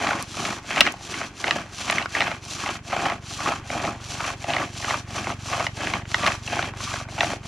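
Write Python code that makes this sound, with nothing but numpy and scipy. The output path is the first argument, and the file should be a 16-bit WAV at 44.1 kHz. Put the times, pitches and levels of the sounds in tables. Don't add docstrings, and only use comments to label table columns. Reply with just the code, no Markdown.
import sys
import numpy as np
from scipy import signal
from scipy.fft import rfft, irfft, next_fast_len
from scipy.io import wavfile
from scipy.ndimage import uniform_filter1d

SR = 44100
rng = np.random.default_rng(int(sys.argv[2]) if len(sys.argv) > 2 else 0)


def bounce(signal):
    frames = np.transpose(np.atleast_2d(signal))
    limited = np.clip(frames, -1, 1)
    pcm = np.round(limited * 32767).astype(np.int16)
    wavfile.write(sys.argv[1], SR, pcm)


N = 329427

# [centre_hz, width_hz, level_db]
SPINDLE_MODES = [(1670, 220, 0.5), (2020, 320, -3), (2433, 304, 1.5), (2790, 240, -7.5), (3050, 227, -2.5),
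                 (3330, 790, -20), (4270, 250, -14.5)]
# [centre_hz, width_hz, level_db]
BENDING_MODES = [(986, 250, -7), (1194.5, 91, 2.5), (1410, 170, -7)]
# [centre_hz, width_hz, level_db]
BOARD_MODES = [(499, 160, -9), (590, 114, -0.15), (683, 96, 3), (827, 144, -4.5)]
# [centre_hz, width_hz, level_db]
SLAB_MODES = [(148, 56, -3.5), (219, 49, 1.5), (277, 106, 1), (381, 226, -5.5)]
# [centre_hz, width_hz, level_db]
DUST_MODES = [(2950, 1140, -6.5), (4325, 347, -1.5), (4680, 550, -6), (5983, 606, -3.5), (7230, 290, -4.5),
              (8180, 1800, -16), (9460, 800, -14), (11300, 690, -24.5), (12300, 750, -29.5)]


def drilling():
    hiss_db, spindle_db, bend_db, board_db, slab_db = strokes()
    wobble = walk(40)
    catch = catches(90, fade_s=0.0039)
    stall_db = 0.18 * np.minimum(hiss_db + 46, 0)
    spindle_db, bend_db, board_db = spindle_db + stall_db, bend_db + stall_db, board_db + stall_db

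    shared = slips(300, spread_db=1.5, smooth=0.45)
    spindle_force = shared + 1.2 * slips(700, spread_db=1.5, smooth=0.58)
    bend_force = 0.36 * shared + slips(150, spread_db=3.0, smooth=0.51)
    board_force = 0.6 * shared + slips(120, spread_db=0.5, smooth=0.4)
    slab_force = 0.44 * shared + rng.standard_normal(N)
    dust_force = 0.1 * shared + slips(3000, spread_db=6.0, smooth=0.86)

    spindle = unit(soft(ring(spindle_force, SPINDLE_MODES), hz=4200))
    bend = unit(soft(ring(bend_force, BENDING_MODES), hz=1800))
    board = unit(soft(ring(board_force, BOARD_MODES), hz=1170))
    slab = unit(ring(ring(slab_force, SLAB_MODES), [(252, 1000, 0)]))
    dust = unit(ring(dust_force, DUST_MODES))
    low_cut = signal.butter(2, 800, "high", fs=SR)
    spindle, bend = signal.lfilter(*low_cut, spindle), signal.lfilter(*low_cut, bend)

    return (dust * undb(hiss_db + 2.0 + 1.6 * wobble + 1.4 * walk(90) + 0.66 * catch)
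            + spindle * undb(spindle_db - 1.0 + 0.63 * wobble + 2.5 * catch)
            + bend * undb(bend_db + 1.5 + 0.87 * wobble + 2.2 * catch)
            + board * undb(board_db - 2.5 + 2.0 * wobble + 1.8 * catch)
            + slab * undb(slab_db + 0.93 + 1.6 * wobble + 1.0 * catch))


# [turn_s, hiss_at_turn_db, hiss_db, hiss_slope_db over the stroke, chatter_full_s after the turn,
#  chatter_until_s after the turn, spindle_db, bending_db, board_db, slab_db]
STROKES = [(-0.1, -63, -41.5, 4, 0.066, 0.28, -32.5, -34, -32.5, -35.5),
           (0.26, -49, -38.5, 6, 0.14, .25, -37, -36.5, -40.5, -38),
           (0.61, -56.5, -40, -3, 0.1, 0.29, -30, -36.5, -35.5, -36.5),
           (0.96, -54.5, -40.5, 8, 0.2, 0.27, -35, -40.5, -44, -40.5),
           (1.32, -62, -42.5, -7, .14, 0.26, -34, -39, -33.5, -37),
           (1.69, -56, -38.5, 0, 0.21, .31, -30, -32.5, -36, -38),
           (2.07, -53, -42.5, -13, 0.094, 0.2, -29, -36, -33, -37.5),
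           (2.4, -55, -37.5, 4, 0.25, 0.3, -33, -33, -37, -38),
           (2.81, -65, -41, -2, .12, 0.3, -32.5, -33.5, -28.5, -37.5),
           (3.2, -63, -38, 0, 0.25, 0.32, -34, -30, -34, -37),
           (3.62, -61, -42, -8, 0.11, .29, -36.5, -38.5, -30.5, -36.5),
           (3.98, -53.5, -37.5, 10, 0.26, 0.3, -33, -31, -34.5, -38.5),
           (4.36, -60, -41.5, -2, 0.13, .27, -32.5, -35, -30.5, -36),
           (4.71, -52, -36.5, -1, 0.14, 0.23, -33.5, -34.5, -34.5, -39),
           (5.05, -62, -40.5, 0.5, 0.11, 0.28, -37.5, -40, -37.5, -39),
           (5.37, -58, -37.5, -3, 0.15, 0.24, -33, -33, -32, -40.5),
           (5.715, -53.5, -40.5, -4, 0.083, 0.25, -34, -41, -33, -38),
           (6.04, -62, -37.5, 7, 0.2, .26, -29.5, -29, -32, -36.5),
           (6.4, -53.5, -39.5, -4.5, 0.12, 0.25, -32, -42.5, -33.5, -36),
           (6.73, -67, -38, 1, .12, 0.25, -39, -40.5, -48, -45),
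           (7.07, -67, -39, 0, 0.11, 0.25, -35.5, -42, -37, -39.5),
           (7.4, -64, -41, 3, .2, .3, -33, -41, -40, -32)]
LAST_TURN_S = 7.74
# [level_db] for spindle, bending, board, slab
REST_DB = [-52.5, -57, -55, -51.5]
PULL_SLOPE_DB = [-1, 3, -0.5, 3]
PUSH_SLOPE_DB = [1.5, 1.9, 4, 0.71]
PULL_BUILD, PUSH_BUILD, FADE = 1.98, 1.51, 0.94
SPIN_POWER = 0.88
START_S, STOP_S = 0.035, 0.037


def strokes():
    t = np.arange(N) / SR
    columns = np.transpose(STROKES)
    turns = np.append(columns[0], LAST_TURN_S)
    k = np.searchsorted(turns, t, side="right") - 1
    turn, _, hiss_db, slope_db, full, until, *peak_db = columns[:, k]
    since, length = t - turn, np.diff(turns)[k]
    left, push = length - since, k % 2

    spin = np.abs(np.sin(np.pi * since / length)) ** SPIN_POWER
    spin = spin * (1 - np.exp(-(since / START_S) ** 2)) * (1 - np.exp(-(left / STOP_S) ** 2))
    still = undb(np.interp(t, turns[:-1], columns[1]))
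    hiss = still + undb(hiss_db + slope_db * (since / length - 0.5)) * spin

    until = np.clip(until, full + 0.01, length - 0.01)
    build = np.clip(since / full, 0, 1) ** np.where(push, PUSH_BUILD, PULL_BUILD)
    fade = np.clip(left / (length - until), 0, 1) ** FADE
    grip = np.minimum(build, fade)
    through = np.clip((since - full) / (until - full), 0, 1) - 0.5
    levels = [20 * np.log10(hiss)]
    for rest, db, pull_slope, push_slope in zip(REST_DB, peak_db, PULL_SLOPE_DB, PUSH_SLOPE_DB):
        full_db = db + np.where(push, push_slope, pull_slope) * through
        levels.append(rest + grip * (full_db - rest))
    return levels


def slips(rate, spread_db, smooth):
    size = undb(spread_db * np.minimum(rng.exponential(size=N), 3.5)) * rng.choice([-1, 1], N)
    clicks = size * (rng.random(N) < rate / SR)
    return unit(clicks) + smooth * rng.standard_normal(N)


def catches(rate, fade_s):
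    jumps = (rng.random(N) < rate / SR) * rng.exponential(size=N)
    force = signal.lfilter([1], [1, -np.exp(-1 / (fade_s * SR))], jumps)
    level = np.log(force + 0.26)
    return unit(level - level.mean())


# [start_s, crack_peak_db, board_share_db, crack_centre_hz]
KNOCKS = [(0.071, -10, -18, 2520), (0.108, -9.5, -13, 1530), (0.132, -9.5, -20, 1010),
          (0.453, -13.5, -12, 2350), (0.529, -20, -5, 2260), (0.769, -16, -9, 1240),
          (0.778, -6.5, -12, 1940), (0.807, 6, -26, 3160), (0.812, 0, -28, 1920), (0.866, -7, -20, 2260),
          (0.873, -7, -27, 1690), (1.141, -14, -22, 2370), (1.214, -12, -9, 1230), (1.442, -7.5, -12, 1670),
          (1.479, -12, -7.5, 2500), (1.509, -2.5, -20, 2520), (1.899, -6, -11.5, 2340),
          (1.925, -10, -9, 2450), (1.983, -5.5, -25, 2270), (2.025, -14.5, -21, 2470),
          (2.058, -12.5, -24, 1090), (2.151, -8, -19, 2360), (2.206, -3.5, -14, 2300),
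          (2.216, -7, -14, 2080), (2.222, -5.5, -17, 1600), (2.278, -16, -3, 1690),
          (2.315, -13.5, -7, 1290), (2.661, -13, -11, 2340), (2.69, -12, -8, 2340), (2.933, -20, 1.5, 1950),
          (2.965, -10, -14, 1060), (3.055, -12.5, -8, 2150), (3.099, -13.5, -7, 1740),
          (3.46, -10.5, -25, 1170), (3.487, -12.5, -4.5, 2270), (3.702, -14, -6, 1790),
          (3.85, -15.5, -4, 2200), (4.205, -14.5, -9, 1160), (4.442, -19, -2, 2460),
          (4.503, -12, -4.5, 2590), (4.536, -7, -23, 2480), (4.566, -9, -9.5, 1970),
          (4.845, -11.5, -14, 1220), (4.907, -11.5, -18, 1900), (5.27, -12.5, -7, 1360),
          (5.302, -15, -10, 1580), (5.667, -7.5, -15, 1840), (5.872, -9.5, -17, 1170),
          (5.937, -7.5, -20, 1140), (6.054, -23, -19, 1150), (6.117, -20, -14, 1220),
          (6.144, -2.5, -22, 1850), (6.264, -6.5, -17, 2210), (6.273, -6, -26, 2450),
          (6.476, -16.5, -20, 2540), (6.529, -18, 1, 1540), (6.592, -9, -8, 1260), (6.626, -11, -11, 2250),
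          (6.737, -23, -13, 1150), (6.805, -20.5, -22, 1190), (6.939, -12.5, -8, 1020),
          (7.087, -25.5, -6, 1020), (7.18, -21, 0.5, 1680), (7.207, -2.5, -12.5, 2400),
          (7.231, -9, -4, 1280), (7.244, -15, -2.5, 2140), (7.303, -19, -2, 1740),
          (7.333, -19.5, 0.5, 1260)]


def knocks():
    out, t = np.zeros(N + 2048), np.arange(2048) / SR
    for (s, db, board_db, hz), noise in zip(KNOCKS + taps(), rng.standard_normal((500, 2048))):
        push = noise * np.exp(-t / 0.0017) + 3.26 * (t == 0)
        crack = ring(push, BENDING_MODES + SPINDLE_MODES) + 1.73 * ring(push, [(hz, 800, 0)])
        crack = peak_one(soft(crack, hz=4640))
        thud = peak_one(soft(ring(push * np.exp(-t / 0.00076), BOARD_MODES), hz=1340))
        snap = peak_one(soft(ring(push, DUST_MODES), hz=5760))
        boom = peak_one(soft(ring(push, SLAB_MODES), hz=302))
        blow = crack + undb(board_db + 1.75) * thud + undb(1.06 * db - 9.5) * snap + undb(-30) * boom
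        out[int(s * SR):][:2048] += undb(db - 3.0) * blow
    return out[:N]


TAP_GAP_S = 0.035
TAP_DB, TAP_BOARD_DB = 13.5, -6.5
TAP_HZ = (1170, 2310)


def taps():
    gap, size, share, pitch = rng.random((400, 4)).T
    s = np.cumsum(-TAP_GAP_S * np.log(1 - gap))
    chatter_db = np.interp(s, np.arange(N) / SR, strokes()[1])
    db = chatter_db + TAP_DB + 7.6 * (size - 0.5)
    board_db = TAP_BOARD_DB + 14.6 * (share - 0.5)
    hz = np.where(pitch < 0.5, *TAP_HZ)
    return [row for row in zip(s, db, board_db, hz) if row[0] < N / SR]


# [start_s, peak_db, left_minus_right_db]
TICKS = [(0.2256, -13.5, -2), (0.8724, -41, 0.5), (0.922, -21, -4), (1.91, -11.5, -2)]


def ticks():
    out, t = np.zeros((2, N)), np.arange(512) / SR
    for (s, db, pan_db), noise in zip(TICKS, rng.standard_normal((len(TICKS), 2, 512))):
        burst = ring(noise * np.exp(-t / 0.0014), [(9200, 7500, 0)])
        burst = peak_one(soft(burst, hz=9100))
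        port_db = db + np.array([[pan_db], [-pan_db]]) / 2
        out[:, int(s * SR):][:, :512] += undb(port_db) * burst
    return out


# [time_s, blade_rate_hz]
ROTOR_HZ = [(0, 23.29), (4, 23.28), (7.47, 23.235)]
# [time_s, level_db]
ROTOR_DB = [(0, -43), (1.3, -47.5), (2.4, -42), (3.6, -41), (6, -37), (7.47, -38.5)]
# [multiple, level_db]
BLADE_MULTIPLES = [(1, -29), (2, -6.5), (3, -3.5), (4, 2.5), (5, 3), (6, -3.5), (7, -5.5), (8, -9.5),
                   (9, -15), (10, -8), (11, -19.5), (12, -19.5)]
ROTOR_FIRST_S = 0.0225


def rotor():
    passages = np.cumsum(along(ROTOR_HZ)[0]) / SR - ROTOR_FIRST_S * ROTOR_HZ[0][1]
    thuds = np.zeros(N)
    for k, db in BLADE_MULTIPLES:
        wander_db = 0.17 * (k + 3.5) * walk(2.96)
        thuds += undb(db + wander_db) * np.cos(2 * np.pi * k * passages)
    return unit(thuds) * undb(along(ROTOR_DB)[0])


# [pitch_hz, level_db]
AIR_SPECTRUM = [(25, -6), (60, 1), (120, -2), (300, -21), (700, -8), (1500, -10), (3000, -19), (6000, -41),
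                (10000, -45), (14500, -58)]
AIR_DB = -50.5


def outdoors():
    air = unit(colour(rng.standard_normal(N), AIR_SPECTRUM))
    return air * undb(AIR_DB + 4.9 * walk(1.82))


# [pitch_hz, level_db]
WIDTH = [(60, -33), (110, -20), (200, -26.5), (370, -19.5), (690, -22), (1260, -15), (2320, -11.5),
         (4260, -10.5), (7840, -9.5), (14400, 4)]


def wall_scatter(direct):
    t = np.arange(SR // 4) / SR
    fade_s = np.array([[0.012], [0.03]])
    echoes = rng.standard_normal((2, len(t))) * np.exp(-t / fade_s)
    mid, side = (signal.fftconvolve(direct, r / np.sqrt(np.sum(r ** 2)))[:N] for r in echoes)
    mid = undb(-14.5) * colour(mid, [(300, -7), (900, 6), (9000, -4.0)])
    side = undb(-0.5) * colour(side, WIDTH)
    return mid + np.array([side, -side])


def ring(x, modes):
    out = 0
    for k, (hz, width, db) in enumerate(modes):
        out = out + (-1) ** k * undb(db) * signal.lfilter(*signal.iirpeak(hz, hz / width, SR), x)
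    return out


def soft(x, hz):
    return signal.lfilter(*signal.butter(2, hz, fs=SR), x)


def colour(x, points):
    size = next_fast_len(len(x))
    hz, db = np.transpose(points)
    bins_hz = np.arange(size // 2 + 1) * SR / size
    gain_db = np.interp(np.log(bins_hz + 1), np.log(hz + 1), db)
    return irfft(rfft(x, size) * undb(gain_db), size)[:len(x)]


def walk(rate):
    k = int(SR / rate)
    held = np.repeat(rng.standard_normal(N // k + 1), k)
    return 0.98 * uniform_filter1d(held, k)[:N]


def along(table):
    s, *columns = np.transpose(table)
    return [np.interp(np.arange(N) / SR, s, c) for c in columns]


def undb(db):
    return 10 ** (np.asarray(db) / 20)


def unit(x):
    return x / np.sqrt(np.mean(x ** 2))


def peak_one(x):
    return x / np.abs(x).max()


def scene():
    air = outdoors()
    direct = drilling() + knocks() + rotor() + air
    return direct + wall_scatter(direct) + ticks()


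TOP_HZ = 14400


def record(dry):
    clipped = np.clip(dry, -0.98, 0.98)
    return signal.sosfilt(signal.ellip(12, 0.2, 90, TOP_HZ, fs=SR, output="sos"), clipped)


dry = scene()
out = record(dry)
bounce(out)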